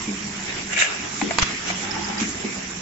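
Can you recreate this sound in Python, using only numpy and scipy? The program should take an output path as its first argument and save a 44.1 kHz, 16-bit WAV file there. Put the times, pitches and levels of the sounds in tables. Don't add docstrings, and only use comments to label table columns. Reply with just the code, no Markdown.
import sys
import numpy as np
from scipy import signal
from scipy.fft import rfft, irfft, next_fast_len
from scipy.io import wavfile
from scipy.ndimage import uniform_filter1d

SR = 44100
rng = np.random.default_rng(int(sys.argv[2]) if len(sys.argv) > 2 else 0)


def master_out(mix):
    frames = np.transpose(np.atleast_2d(mix))
    ceiling = np.clip(frames, -1, 1)
    pcm = np.round(ceiling * 32767).astype(np.int16)
    wavfile.write(sys.argv[1], SR, pcm)


N = 123921
T = np.arange(N) / SR
EDGE_HZ, TOP_HZ = 7560, 8600


def amp(db):
    return 10 ** (np.asarray(db) / 20)

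def unit(x):
    return x / np.sqrt(np.mean(x ** 2) + 1e-20)

def read(points, hz):
    f, value = np.transpose(points)
    return np.interp(np.log(hz + 1), np.log(f), value)

def contour(points, outside=None):
    return np.interp(T, *np.transpose(points), left=outside, right=outside)

def pan(db):
    gains = amp(np.array([np.atleast_1d(db), -np.atleast_1d(db)]) / 2)
    return gains / np.sqrt((gains ** 2).mean(0))

def colour(x, spectrum, tilt_db=0):
    hz = abs(np.fft.fftfreq(4096, 1 / SR))
    tilt = tilt_db * np.log2(np.maximum(hz, 500) / 1000)
    rolloff = 60 * np.clip(hz / EDGE_HZ - 1, 0, 1)
    log_gain = np.log(unit(amp(read(spectrum, hz) + tilt - rolloff)))
    impulse = np.fft.ifft(np.exp(np.conj(signal.hilbert(log_gain)))).real[:2048]
    return signal.oaconvolve(x, impulse[None], axes=1)[:, :N]

def noise(correlation=0.):
    white = rng.standard_normal((3, N))
    return np.sqrt(correlation) * white[2] + np.sqrt(1 - correlation) * white[:2]

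def drift(hz):
    size = next_fast_len(N)
    spectrum = rfft(rng.standard_normal(size)) / (1 + (np.fft.rfftfreq(size, 1 / SR) / hz) ** 4)
    return unit(irfft(spectrum, size)[:N])

def sine(hz):
    return np.sin(2 * np.pi * np.cumsum(hz) / SR)

def band(hz, width_hz):
    phase = 2 * np.pi * hz * T
    return np.array([unit(drift(width_hz / 2) * np.cos(phase) + drift(width_hz / 2) * np.sin(phase))
                     for _ in range(2)])

def grains(per_s, spread_db):
    impacts = (rng.random((2, N)) < per_s / SR) * rng.choice([-1, 1], (2, N))
    return unit(impacts * amp(spread_db * np.minimum(rng.exponential(1, (2, N)), 3)))

def ring(s, modes, scatter=0.):
    t = T[T >= s][:SR] - s
    tone = sum(amp(db - 60 * t / t60) * np.sin(2 * np.pi * (hz * t + scatter * rng.random()))
               for hz, db, t60 in modes)
    return np.pad(tone, (np.sum(T < s), N))[:N]

def swells(rows):
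    power = sum((amp(db) * pan(pan_db)) ** 2 * np.exp(-((T - s) / np.where(T < s, rise, fall)) ** 2)
                for s, rise, fall, db, pan_db in rows)
    return np.sqrt(power)

def flutter(x, depth_db=2.2):
    bands = signal.stft(x, nperseg=512)[2]
    field = uniform_filter1d(rng.standard_normal(bands.shape[1:]), size=6, axis=0)
    field = unit(uniform_filter1d(field, size=8, axis=1))
    return signal.istft(bands * amp(depth_db * field), nperseg=512)[1][:, :N]

def from_left(x, delay_s=.00059):
    hz = np.fft.rfftfreq(N, 1 / SR)
    return np.array([x[0], irfft(rfft(x[1]) * np.exp(-2j * np.pi * hz * delay_s), N)])


# f/Hz, level/dB
RUMBLE_SPECTRUM = [(20,-10.5),(45,-7.5),(90,-3),(150,-2),(200,2),(250,-1.5),(330,-2),(420,-7),(520,-30.5),(1000,-28.5)]
# t/s, level/dB
RUMBLE_LEVEL = [(0,0),(.78,-2),(.85,-8.5),(1.05,-2),(1.25,-1),(1.5,0),(1.62,-1.5),(1.9,-0.5),(2.32,1.5),(2.45,-2),(2.81,-2)]
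def motor_rumble():
    gain = amp(-38 + contour(RUMBLE_LEVEL) + drift(18))
    return gain * pan(-0.5) * colour(noise(0.99), RUMBLE_SPECTRUM)

# t/s, f/Hz, level/dB
HUM_COURSE = [(0,202.7,-46),(0.251,203,-38),(0.499,187.5,-47.5),(0.761,189.1,-39.5),(.86,195,-70),(1.3,204,-37.5),(1.599,200,-51.5),(1.769,185,-36),(1.88,203.3,-46),(2.151,202.8,-33),(2.359,199.4,-48.5),(2.551,201.4,-36.5),(2.68,186.5,-51),(2.81,186,-36.5)]
def drive_hum():
    s, hz, db = np.transpose(HUM_COURSE)
    gain = amp(np.interp(T, s, db) + 3 * drift(41))
    return gain * np.sqrt(2) * sine(np.interp(T, s, hz) + 5 * drift(17))

# f/Hz, level/dB
RATTLE_SPECTRUM = [(150,-29.5),(400,0.5),(540,-6.5),(720,-2),(1000,-3),(1500,-2.5),(2250,1),(2800,-2),(3300,-6.5),(3750,-7.5),(4300,-12),(5300,-6.5),(6300,-13),(7500,-16.5)]
# t/s, level/dB
RATTLE_LEVEL = [(0,3),(.1,0),(.25,-0.5),(.42,1),(.5,4.5),(.58,3.5),(.66,0),(.92,4),(1.1,1),(1.35,3),(1.55,3),(1.78,3.5),(2.12,3),(2.34,0.5),(2.44,2),(2.8,-1.5)]
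def rattle():
    gain = amp(-35.5 + contour(RATTLE_LEVEL) + 0.21 * drift(13))
    impacts = 0.93 * noise(0.2) + 0.55 * grains(220, 1.64)
    return from_left(flutter(gain * colour(impacts, RATTLE_SPECTRUM)))

# f/Hz, level/dB
LEAK_SPECTRUM = [(2500,-35),(4200,-9),(4900,-12),(5300,-5.5),(5900,0.5),(6500,-6),(7100,1.5),(7400,4.5),(7600,-6)]
def air_leak():
    gain = amp(-36.5 + 0.28 * drift(33))
    return flutter(gain * pan(-39.5) * colour(noise(), LEAK_SPECTRUM))

# t/s, level/dB, duration/s, relative shudder/dB
THUMPS = [(0.076,-21.5,0.13,-12),(1.2218,-18.5,0.02,-4),(1.256,-27.5,0.026,-12.5),(1.292,-32,0.014,-10),(1.395,-32.5,0.033,-1.5),(2.2142,-15.5,0.027,-22.5),(2.252,-24,0.063,-12),(2.443,-21.5,0.115,-6.5)]
# f/Hz, level/dB, T60/s
FRAME_MODES = [(291.7,-6,0.16),(371.6,-16,0.27)]
# f/Hz, level/dB
SHUDDER_SPECTRUM = [(150,-28),(220,-3.5),(320,-1),(410,-4),(520,-16.5),(900,-32)]
def frame_thumps(boom_hz=201.4, sag_hz=89, sag_s=0.0068, rise_s=0.0032, boom_t60=0.36, shudder_t60=0.3):
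    tones, shudder = np.zeros(N), np.zeros(N)
    for s, db, duration, shudder_db in THUMPS:
        t = np.maximum(T - s, 0)
        attack = amp(db) * (1 - np.exp(-(t / rise_s) ** 2))
        boom = sine((t > 0) * (boom_hz + sag_hz * np.exp(-t / sag_s))) * amp(-60 * t / boom_t60)
        damping = np.exp(-(t / duration) ** 4)
        tones += attack * damping * (boom + ring(s, FRAME_MODES))
        shudder += attack * amp(shudder_db - 60 * t / shudder_t60)
    return tones + shudder * colour(noise(0.31), SHUDDER_SPECTRUM)

# t/s, level/dB, f/Hz, pan/dB
CLINKS = [(.0925,-25,2330,-11.5),(.7223,-25,2730,-2),(.7637,-12,2350,11),(.7812,-17.5,2860,18),(.8142,-14,1850,6.5),(.8246,-20.5,2220,16),(1.6926,-22.5,2287,8),(1.7016,-14.5,2300,20.5),(2.1994,-24,2410,12)]
# f/Hz, level/dB, T60/s
CAP_MODES = [(1800,-7.5,0.01),(1984,-6.5,0.044),(2250,-1.5,0.02),(2566,-7.5,0.022),(3930,-13,0.02)]
def clinks(t60=0.033, rise_s=.0007):
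    out = np.zeros((2, N))
    for s, db, hz, pan_db in CLINKS:
        t = np.maximum(T - s, 0)
        note = pan(pan_db) * ring(s, [(hz, 0, t60)])
        cap = amp(-9) * np.array([ring(s, CAP_MODES, 1), ring(s, CAP_MODES, 0.96)])
        out += amp(db) * (1 - np.exp(-(t / rise_s) ** 2)) * (note + cap)
    return out

# peak t/s, rise/s, fall/s, level/dB, pan/dB
SCRAPES = [(.585,0.015,0.0091,-36,-6),(1.428,0.0068,0.0057,-11,1.5),(1.697,0.021,0.015,-26,1),(1.845,0.009,0.0061,-38,3),(2.207,0.019,0.032,-28,3)]
# f/Hz, level/dB
SCRAPE_SPECTRUM = [(200,-7.5),(800,-10),(1300,-1),(1800,-5.5),(2500,-1.5),(3100,-3.5),(3700,-8),(5000,-10.5),(5900,-4),(6500,-6.5),(7500,-13.5)]
def head_scrapes():
    return swells(SCRAPES) * colour(unit(noise() + 1.2 * grains(1800, 20.0)), SCRAPE_SPECTRUM)

# t/s, level/dB
SLIDE_LEVEL = [(.705,-43),(.735,-25.5),(.755,-33.5),(.775,-24),(.785,-22.5),(.81,-23),(.824,-17.5),(.831,-23),(.885,-34.5),(.93,-62)]
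# f/Hz, level/dB
SLIDE_SPECTRUM = [(250,-32),(650,-3.5),(1100,-18),(1350,-2),(1750,-5.5),(2000,4),(2350,-2.5),(2900,-0.5),(3400,-9),(3750,-7.5),(4100,-46),(7500,-10)]
# f/Hz, bandwidth/Hz, level/dB, pan/dB
RAIL_RESONANCES = [(1699,130,-5,-1.5),(2432,780,-4,0.5),(2840,200,-7,-5),(3660,120,-16.5,-10)]
def sliding_jars():
    rail = sum(amp(db) * pan(pan_db) * band(hz, width) for hz, width, db, pan_db in RAIL_RESONANCES)
    chatter = amp(contour(SLIDE_LEVEL, outside=-120) + 2.04 * drift(120))
    friction = colour(unit(noise() + 1.4 * grains(880, 5.9)), SLIDE_SPECTRUM)
    return chatter * (rail + 1.04 * pan(-0.42) * friction)

# peak t/s, rise/s, fall/s, level/dB, pan/dB
EXHAUSTS = [(.737,0.011,0.0074,-28,-11),(.812,0.026,0.028,-20,-11),(1.19,0.057,0.03,-31.5,-12),(1.695,0.026,0.015,-32,-11),(1.82,0.036,0.018,-31,-31.5),(2.205,0.01,0.028,-29.5,-21),(2.285,0.029,0.033,-30,-3)]
# f/Hz, level/dB
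EXHAUST_SPECTRUM = [(1000,-23),(3000,-15.5),(4400,-6),(5200,-6),(5800,0),(6500,1),(7400,6)]
def valves():
    return swells(EXHAUSTS) * colour(noise(0.044), EXHAUST_SPECTRUM)

# t/s, f/Hz, level/dB
SQUEAKS = [(0.787,3730,-26.5),(.799,3758,-23.5),(1.908,5350,-25.5),(1.949,5350,-31.5),(2.02,5247,-37.5),(2.042,5020,-29.5),(2.084,5230,-33.5),(2.178,4950,-29)]
def squeaks(rise_s=0.0043, bend_hz=260, jitter_hz=107.6):
    out = np.zeros(N)
    for s, hz, db in SQUEAKS:
        age = np.maximum(T - s, 0) / rise_s
        pitch = hz + bend_hz * (np.exp(-age / 2) - .5) + jitter_hz * drift(400)
        out += amp(db) * age * np.exp(1 - age) * np.sqrt(2) * sine(pitch)
    return out * pan(-19)

# t/s, level/dB, jar f/Hz, relative cap level/dB
TAPS = [(1.2135,-19,803,1.5),(1.3078,-18,681,-2.5),(1.7005,-24,714.7,4.5)]
# f/Hz, level/dB
IMPACT_SPECTRUM = [(120,-22),(500,-21),(950,-12),(1500,8),(1900,3),(2300,8),(2900,-2.5),(3700,-1.5),(4500,1),(5200,2),(5750,-38),(6300,-5.5),(6900,1),(7500,1.5)]
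def head_taps(rise_s=0.0015, t60=0.038):
    out = np.zeros((2, N))
    for s, db, hz, cap_db in TAPS:
        t = np.maximum(T - s, 0)
        grit = amp(-6.5 - 60 * t / t60) * colour(noise(), IMPACT_SPECTRUM, tilt_db=-4.5)
        jar = pan(-6.5) * ring(s, [(hz, 0, t60), (1.3 * hz, -8, t60)])
        cap = amp(cap_db) * pan(10) * np.array([ring(s, CAP_MODES, 0.93), ring(s, CAP_MODES, 0.91)])
        out += 2 * amp(db) * (1 - np.exp(-(t / rise_s) ** 2)) * (jar + cap + grit)
    return out

# t/s, level/dB, pan/dB, tilt/(dB per octave), click level/dB
KNOCKS = [(1.3855,4,-1.5,.5,0),(1.3897,-9,-2,-3,0),(1.3947,-2,-1,1,-8),(1.3977,-7.5,-2,3,-12),(1.403,-13,0,-1,-3),(1.4095,-12,1,-2,-3),(1.4244,-6.5,-2,2,-20),(1.4274,-13,1,2,-20)]
# f/Hz, level/dB, T60/s
STEEL_MODES = [(1255,0,.6),(1334,-3,.3),(1698,-4,.7),(2202,0,.35),(2380,-2,.4),(2672,0,.6),(2820,-3,.6),(3082,-5,.5),(3340,-1,.6),(3677,-6,.6),(4026,-7,.6),(4991,-4,.55),(5410,-7,.5),(5795,-6,.5)]
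# f/Hz, pan/dB
KNOCK_PAN = [(500,-16.5),(1200,-8.5),(2200,22.5),(3000,-19),(4500,-2),(7000,-18.5)]
def metal_knocks(rise_s=0.0005, crack_t60=0.021, snap_s=.0009, click_hz=1020, click_t60=.012):
    out = np.zeros((2, N))
    for s, db, pan_db, tilt_db, click_db in KNOCKS:
        t = np.maximum(T - s, 0)
        burst = noise(0.6) * np.minimum(t / rise_s, 1) * amp(-60 * t / crack_t60)
        crack = colour(burst, IMPACT_SPECTRUM, tilt_db)
        snap = amp(3) * noise(0.68) * (t > 0) * np.exp(-t / snap_s)
        click = ring(s, [(click_hz, 3 + click_db, click_t60)])
        steel = amp(-27) * np.array([ring(s, STEEL_MODES, 0.97), ring(s, STEEL_MODES, 1)])
        out += amp(db - 12) * pan(pan_db) * (snap + click + crack + steel)
    return irfft(rfft(out) * pan(read(KNOCK_PAN, np.fft.rfftfreq(N, 1 / SR))), N)

def air_puff(peak_s=1.429, width_s=0.0019):
    return -amp(-14.5) * np.exp(-((T - peak_s) / width_s) ** 2 / 2)

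# t/s, level/dB
CHUCK_LEVEL = [(1.81,-60),(1.84,-42.5),(1.93,-45),(1.98,-40),(2.06,-44.5),(2.11,-40.5),(2.17,-45),(2.22,-45.5),(2.25,-58)]
# f/Hz, bandwidth/Hz, level/dB
HOUSING_RESONANCES = [(843,150,2.5),(347,26,-1),(373,13,-5),(1210,690,1)]
def chuck(note_hz=833, wobble_hz=32.5, flutter_db=4.5):
    note = np.sqrt(2) * sine(note_hz + wobble_hz * drift(70)) * amp(flutter_db * drift(70))
    whirr = sum(amp(db) * band(hz, width) for hz, width, db in HOUSING_RESONANCES)
    return amp(contour(CHUCK_LEVEL, outside=-120)) * (note + whirr)

# f/Hz, T60/s
ROOM_T60 = [(200,0.15),(1000,0.4),(3000,0.99),(7000,0.37)]
def reverberation(x, build_s=0.009):
    hz, t, bands = signal.stft(rng.standard_normal((2, SR)), SR, nperseg=256)
    tail = signal.istft(bands * amp(-60 * t / read(ROOM_T60, hz)[:, None]), SR, nperseg=256)[1]
    tail *= np.minimum(np.arange(tail.shape[1]) / SR / build_s, 1)
    return signal.fftconvolve(x, tail / np.linalg.norm(tail[0]), axes=1)[:, :N]

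def scene():
    parts = sliding_jars() + head_scrapes() + valves() + head_taps() + clinks()
    parts += metal_knocks() + squeaks() + chuck()
    cycle = parts + amp(-12) * reverberation(parts) + frame_thumps() + air_puff()
    return cycle + drive_hum() + motor_rumble() + rattle() + air_leak()

def lowpass(x, edge_hz):
    return signal.oaconvolve(x, signal.firwin(1023, edge_hz, window=("kaiser", 9), fs=SR)[None], "same")

def record(dry, ceiling=.85):
    narrow = lowpass(dry, EDGE_HZ)
    rounded = narrow / (1 + abs(narrow / ceiling) ** 6) ** (1 / 6)
    return lowpass(rounded, TOP_HZ)


dry = scene()
out = record(dry)
master_out(out)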